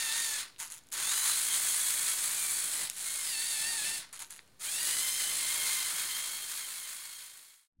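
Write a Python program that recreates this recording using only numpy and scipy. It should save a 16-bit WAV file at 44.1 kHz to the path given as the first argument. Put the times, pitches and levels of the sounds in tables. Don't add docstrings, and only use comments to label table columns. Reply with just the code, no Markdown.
import sys
import numpy as np
from scipy import signal
from scipy.fft import rfft, irfft
from scipy.io import wavfile
from scipy.ndimage import uniform_filter1d

SR = 44100
rng = np.random.default_rng(int(sys.argv[2]) if len(sys.argv) > 2 else 0)


def attenuation_scalar(level_db):
    decades = np.asarray(level_db, float) / 20
    return 10 ** decades


def master_out(mix):
    frames = np.transpose(np.atleast_2d(mix))
    ceiling = np.clip(frames, -1, 1)
    pcm = np.round(ceiling * 32767).astype(np.int16)
    wavfile.write(sys.argv[1], SR, pcm)


N = 343980
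JAB_SHARE = 0.51

# missing_speed_share, spin_up_s, second_motor_db (against the first)
STARTS = [
    (0, .17, -14),
    (.43, .18, -9),
    (0, .17, -16),
    (.46, .16, -2.5),
]
# start_s, driven_s, gearbox_level_db, coasting_decay_db_per_s, ticking_on_s
NUDGES = [
    (.579, 0.045, -44, 250, .07),
    (.693, .038, -48.5, 330, .08),
    (.911, 0.027, -41, 300, .005),
    (2.21, 0.05, -40, 299, 0),
    (2.869, .08, -51.5, 300, 0.018),
    (4.122, 0.017, -50, 214, .045),
    (4.184, .039, -46, 700, .068),
    (4.289, .036, -52, 212, .06),
]


def level(x, db):
    return x * attenuation_scalar(db) / np.sqrt(np.mean(x ** 2))


def curves(table):
    s, *columns = np.transpose(table)
    return [np.interp(np.arange(N) / SR, s, c) for c in columns]


def held(table):
    s, *columns = np.transpose(table)
    row = np.searchsorted(s, np.arange(N) / SR, "right") - 1
    return [uniform_filter1d(c[row], size=1300) for c in columns]


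def walk(rate):
    k = int(SR / rate)
    steps = np.repeat(rng.standard_normal(N // k + 1), k)
    return 1.345 * uniform_filter1d(uniform_filter1d(steps, k), k)[:N]


def ring(x, modes):
    out = 0
    for k, (hz, width, db) in enumerate(modes):
        mode = signal.lfilter(*signal.iirpeak(hz, hz / width, SR), x)
        out = out + (-1) ** k * attenuation_scalar(db) * mode
    return out


def coloured(spectrum):
    hz, db = np.transpose(spectrum)
    shape = np.interp(np.log(np.fft.rfftfreq(N, 1 / SR) + 1), np.log(hz), db)
    return level(irfft(rfft(rng.standard_normal(N)) * attenuation_scalar(shape), N), 0)


def drive():
    # time_s, free_tooth_rate_hz, gearbox_level_db, frame_db (against the gearbox)
    runs = [
        [(-.3, 918, -37.5, 2), (.23, 924, -37.5, -1), (.33, 859, -38, 0), (.415, 838, -41.5, 3)],
        [(.935, 1120, -32.5, 3), (1.1, 1120, -32.5, -3.5), (1.47, 1125, -33, -4.5), (1.8, 1150, -32.5, -5),
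         (2.0, 1128, -33.5, -4.5), (2.38, 1215, -34.5, -5), (2.57, 1140, -34, -6), (2.76, 1005, -36.5, -4.5),
         (2.85, 995, -36.5, -1.5)],
        [(2.945, 1070, -38, -3), (3.05, 1075, -38, -5.5), (3.193, 1080, -38, -5), (3.26, 1025, -37.5, -4),
         (3.357, 925, -37, -3), (3.5, 930, -36, -2), (3.75, 915, -37, -1.5), (3.94, 906, -38, -.5),
         (3.99, 880, -41, 1)],
        [(4.59, 1065, -35, -2), (5.0, 1065, -34.5, -4), (5.3, 1070, -36, -2.5), (5.6, 1077, -35.5, -1.5),
         (6.0, 1072, -37.5, -1.5), (6.4, 1095, -37.5, -2), (7.0, 1092, -38.5, -1), (7.7, 1090, -40, -1.5)],
    ]
    # slowest_s, speed_lost_hz, slowing_s, recovery_s
    snags = [(.09, 36, .09, .055), (1.342, 60, .14, .12), (1.57, 50, .1, .06), (1.73, 80, .1, .07),
             (1.89, 35, .09, .07), (2.04, 27, .08, .04), (2.15, 57, .09, .05), (2.3, 77, .11, .08),
             (2.48, 25, .1, .09), (3.357, 50, .07, .13), (3.587, 65, .1, .11), (3.811, 77, .06, .09),
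             (5.283, 30, .14, .11), (5.453, 29, .06, .14), (5.667, 33, .075, .19), (5.862, 45, .15, .085),
             (6.101, 19, .1, .1), (6.465, 43, .065, .135), (6.665, 43, .065, .11), (6.869, 41, .095, .115),
             (7.144, 17, .08, .08), (7.308, 34, .085, .15)]
    swell_s = 0.044
    coast_decay_db_s, frame_coast_share = 348, 0.64
    creep_db, creep_frame_db, creep_decay_db_s = -24, 5, 118
    nudge_frame_db, rest_db = -4, -77.5

    s = np.arange(N) / SR
    hz = curves(np.vstack(runs))[0]
    for at, lost_hz, slow_s, free_s in snags:
        hz -= lost_hz * np.interp(s, (at - slow_s, at, at + free_s), (0, 1, 0))

    moves = []  # (gain, frame dB, power off s, coasting dB per s)
    for run, (lag, spin_s, _) in zip(runs, STARTS):
        since = np.maximum(s - run[0][0], 0)
        speed = 1 - lag * np.exp(-since / spin_s) * (s > run[0][0] - .05)
        hz *= speed
        _, db, frame_db = curves(run)
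        gain = attenuation_scalar(db) * speed * (1 - np.exp(-since / swell_s))
        moves.append((gain, frame_db, run[-1][0], coast_decay_db_s))
    for at, on_s, db, decay_db_s, _ in NUDGES:
        gain = attenuation_scalar(db) * np.clip((s - at) / (JAB_SHARE * on_s), 0, 1) ** 2
        moves.append((gain, nudge_frame_db, at + on_s, decay_db_s))

    gear_power, frame_power = attenuation_scalar(rest_db) ** 2, attenuation_scalar(rest_db + creep_frame_db) ** 2
    gains = []
    for gain, frame_db, off, decay_db_s in moves:
        after = np.maximum(s - off, 0)
        creep = gain * attenuation_scalar(creep_db - creep_decay_db_s * after)
        gains.append(gain * attenuation_scalar(-decay_db_s * after))
        gear_power = gear_power + gains[-1] ** 2 + creep ** 2
        frame = gain * attenuation_scalar(frame_db - frame_coast_share * decay_db_s * after)
        frame_power = frame_power + frame ** 2 + (creep * attenuation_scalar(creep_frame_db)) ** 2
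    gear_db = 10 * np.log10(gear_power)
    frame_db = 10 * np.log10(frame_power / gear_power)
    return hz, gains[:len(runs)], gear_db, frame_db


def whine(hz, gains):
    # start_s, harmonic_2_db, harmonic_3_db, harmonic_4_db, harmonic_5_db
    voice = [(0, -10, -14, -13, -11), (.375, -22, -26, -19, -24), (1.03, -28, -20, -12, -15),
             (1.19, -32, -21, -12, -30), (1.355, -20, -13, -21, -27), (1.92, -16, -20, -23, -30),
             (2.52, -20, -24, -17, -26), (2.9, -25, -24, -28, -26), (3.06, -12, -20, -18, -22),
             (3.24, -24, -20, -18, -13), (3.3, -11, -15, -17, -10), (3.975, -22, -24, -24, -24),
             (4.64, -20, -16, -15, -21), (4.78, -18, -15, -19, -16), (5.0, -17, -13, -19, -20),
             (5.4, -15, -14, -19, -24), (6.0, -15, -13, -17, -24), (7.3, -19, -17, -20, -28)]
    speeds = 1 + 0.00751 * walk(120), 1 + 0.01196 * walk(90) + .022 * walk(11)
    flutter_db = [[1.8 * walk(70) + .4 for _ in range(6)] for _ in speeds]
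    second, third, fourth, fifth = (db + 1.5 * walk(11) for db in held(voice))
    harmonics_db = [second - 15, second, third, fourth, fifth, third - 5]
    twin = sum(gain * attenuation_scalar(twin_db) for gain, (_, _, twin_db) in zip(gains, STARTS))
    unloaded = (np.gradient(hz) * SR > 250) & (hz > 1050)
    load_db = uniform_filter1d(-10. * unloaded, 600)
    out = np.zeros(N)
    for speed, flutter, gain in zip(speeds, flutter_db, (sum(gains), twin)):
        turn = 2 * np.pi * np.cumsum(hz * speed) / SR
        for k, db in enumerate(harmonics_db):
            line_gain = gain * np.sqrt(2) * attenuation_scalar(db + load_db + flutter[k])
            out += line_gain * np.sin((k + 1) * turn)
    return out


def impacts(rate, spread_db, hiss):
    strength_db = abs(spread_db) * np.minimum(rng.exponential(size=N), 5)
    hit = (rng.random(N) < rate / SR) * rng.choice([-1, 1], N) * attenuation_scalar(strength_db)
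    return level(hit, 0) + hiss * rng.standard_normal(N)


def carpet_rumble(frame_db):
    # frequency_hz, density_db (per Hz)
    carpet = [(21, -35.5), (35, -6.5), (308, -3.5), (374, -4), (684, -3.5), (800, 2), (1040, -7.5),
              (1760, -120)]
    return coloured(carpet) * attenuation_scalar(-28.5 + 0.81 * (frame_db + 5.5) + 2.3 * walk(7.8))


def rattle(tooth_hz, gear_db, frame_db):
    # frequency_hz, width_hz, level_db
    gearbox = [(7660, 716, -0.68), (8560, 1170, -1.4), (9580, 800, -0.53), (10300, 600, -1.44)]
    can = [(6185, 740, -4), (6967, 910, 0.5)]
    links = [(11500, 1300, 0), (12800, 1600, -1), (14300, 2000, -3), (15500, 1200, -4)]
    frame = [(2056, 1090, -7.5), (3374, 474, -2), (4180, 820, -2.5), (5340, 370, -5.5), (5620, 174, -5)]
    plate = [(710, 205, -6), (924, 210, 3), (1617, 620, 0)]
    # start_s, motor_can_db, track_links_db, base_plate_db
    facing = [(0, -2, -7.5, -21.5), (.42, -2, -8, -8.5), (.9, -3, -6.5, -14.5), (1.3, -5.5, -7.5, -18.5),
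              (2.5, -7, -8, -18.5), (2.9, -5.5, -7.5, -21.5), (3.3, -5.5, -8.5, -33.5), (4.02, -4, -12, -8),
              (4.58, -5.5, -7, -22.5), (5.5, -4.5, -5.5, -17), (6.5, -4.5, -4.5, -18)]

    can_db, link_db, plate_db = held(facing)
    turn = 2 * np.pi * np.cumsum(tooth_hz) / SR
    throb_db = 1.1 * np.sin(turn / 20) + 0.57 * np.sin(turn / 6.5) + 0.73 * walk(60) + 0.5 * walk(16)
    shake = impacts(rate=3000, spread_db=2.5, hiss=1.0) * attenuation_scalar(throb_db)
    mesh = sum(np.cos(k * (turn + .3 * walk(150))) for k in range(6, 12))
    shake = shake + mesh * np.clip((1150 - tooth_hz) / 1600, .03, .16)
    out = level(ring(shake, gearbox), 0) * attenuation_scalar(0.18 * walk(25))
    out += level(ring(shake, can), 0) * attenuation_scalar(can_db + 0.32 * walk(25))
    out += level(ring(shake, links), 0) * attenuation_scalar(link_db + .7 * walk(25))
    heavy = impacts(rate=5000, spread_db=1.5, hiss=1.75) * attenuation_scalar(1.48 * throb_db + 0.29 * walk(18))
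    out += level(ring(heavy, frame), -3.0) * attenuation_scalar(frame_db)
    out += level(ring(heavy, plate), 0.87) * attenuation_scalar(plate_db + 0.62 * frame_db + 0.67 * walk(15))
    out += carpet_rumble(frame_db)
    return out * attenuation_scalar(gear_db + 1.0)


def crawl():
    tooth_gap_s, gap_ratio = .0062, 0.98
    start, on_s, db, decay_db_s, ticking_s = np.transpose(NUDGES)[:, :, None]
    chance = rng.standard_normal((len(NUDGES), 16, 3))
    coasting_teeth = np.maximum(np.arange(16) - on_s / tooth_gap_s, 0)
    gaps = tooth_gap_s * gap_ratio ** coasting_teeth * np.exp(.2 * chance[..., 0])
    s = start + np.cumsum(gaps, axis=1)
    after = s - start - on_s
    swell_db = 20 * np.log10(np.minimum((s - start) / (JAB_SHARE * on_s), 1))
    peak_db = db + 11.5 - 0.38 * decay_db_s * np.maximum(after, 0) + swell_db
    peak_db += 1.8 * chance[..., 1] - 99 * (after > ticking_s)
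    frame_db = -9 + 3.5 * chance[..., 2]
    return np.stack([s, peak_db, frame_db], axis=2).reshape(-1, 3)


def ticks():
    # start_s, peak_db, frame_db (against the tooth)
    knocks = [(.1238, -23, -1), (.4823, -46, -2), (.5455, -53, 12), (.5618, -44, 16), (.5834, -47, -2),
              (.6012, -28, -9), (.7021, -33, -12), (.7211, -28, -18), (.837, -50, -11), (.8695, -49, -10),
              (.8876, -45, -11), (.9029, -49, -7), (.9285, -33, -7), (.9345, -30, -9), (2.8729, -33, -2),
              (2.8988, -19, -9), (2.9059, -38, -2), (4.0915, -52, -4), (4.1289, -36, -9),
              (4.1928, -30, -12), (4.2237, -31, -12), (4.3064, -33, -14), (4.3916, -37, 15),
              (4.404, -52, -7), (4.4769, -51, -7), (4.5966, -42, -11)]
    # frequency_hz, width_hz, level_db
    tooth_modes = [(6800, 500, 0), (8000, 700, -6), (10200, 900, -2), (12500, 1500, -12),
                   (14500, 1500, -17)]
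    # frequency_hz, width_hz, level_db
    knock_modes = [(1700, 900, -8), (2700, 900, -1), (3900, 700, 0), (4600, 800, -3)]
    teeth = np.vstack([knocks, crawl()])
    decay = np.exp(-np.arange(400) / (.0006 * SR))
    scrape = rng.standard_normal((len(teeth), 400)) * decay
    tooth, knock = ring(scrape, tooth_modes), ring(scrape, knock_modes)
    tooth = tooth / np.abs(tooth).max(axis=1, keepdims=True)
    knock = knock / np.abs(knock).max(axis=1, keepdims=True)
    out = np.zeros(N)
    for (s, db, frame_db), high, low in zip(teeth, tooth, knock):
        i = int(s * SR)
        out[i:i + 400] += high * attenuation_scalar(db + min(0, -frame_db)) + low * attenuation_scalar(db + min(0, frame_db))
    return out * attenuation_scalar(1.5)


def room(x, t60, wet_db):
    s = np.arange(int(.4 * SR)) / SR
    echo = rng.standard_normal(len(s)) * np.exp(-np.log(1000) * s / t60) * (s > .003)
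    echo = signal.lfilter([1], [1, -.4], echo)
    echo = echo / np.sqrt(np.sum(echo ** 2))
    return x + attenuation_scalar(wet_db) * signal.fftconvolve(x, echo)[:N]


def room_hush():
    # frequency_hz, density_db (per Hz)
    air = [(20, -15), (50, -14), (130, -16), (400, -20), (2000, -29), (6000, -35), (16000, -37)]
    return coloured(air) * attenuation_scalar(-67.5)


def fader():
    return np.interp(np.arange(N) / SR, (5.7, 7.682), (1, 0))


def handling_bump():
    # time_s, level_db
    handling = [(7.72, -99), (7.74, -89), (7.8, -57)]
    bump = coloured([(10, 2), (60, -15), (300, -25), (600, -59), (20000, -76)])
    return bump * attenuation_scalar(curves(handling)[0]) * (np.arange(N) > 7.725 * SR)


def scene():
    tooth_hz, gains, gear_db, frame_db = drive()
    vehicle = whine(tooth_hz, gains) + rattle(tooth_hz, gear_db, frame_db) + ticks()
    toy = room(vehicle, t60=.22, wet_db=-15)
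    mono = (toy + room_hush()) * fader() + handling_bump()
    return np.tile(mono, (2, 1))


def band_limit(x):
    return signal.sosfilt(signal.butter(12, 17050, fs=SR, output="sos"), x)


def record(dry):
    top_cut = signal.ellip(10, .2, 60, 15800, fs=SR, output="sos")
    mix = signal.sosfilt(top_cut, dry) - .00055 * fader()
    return band_limit(mix)


dry = scene()
out = record(dry)
master_out(out)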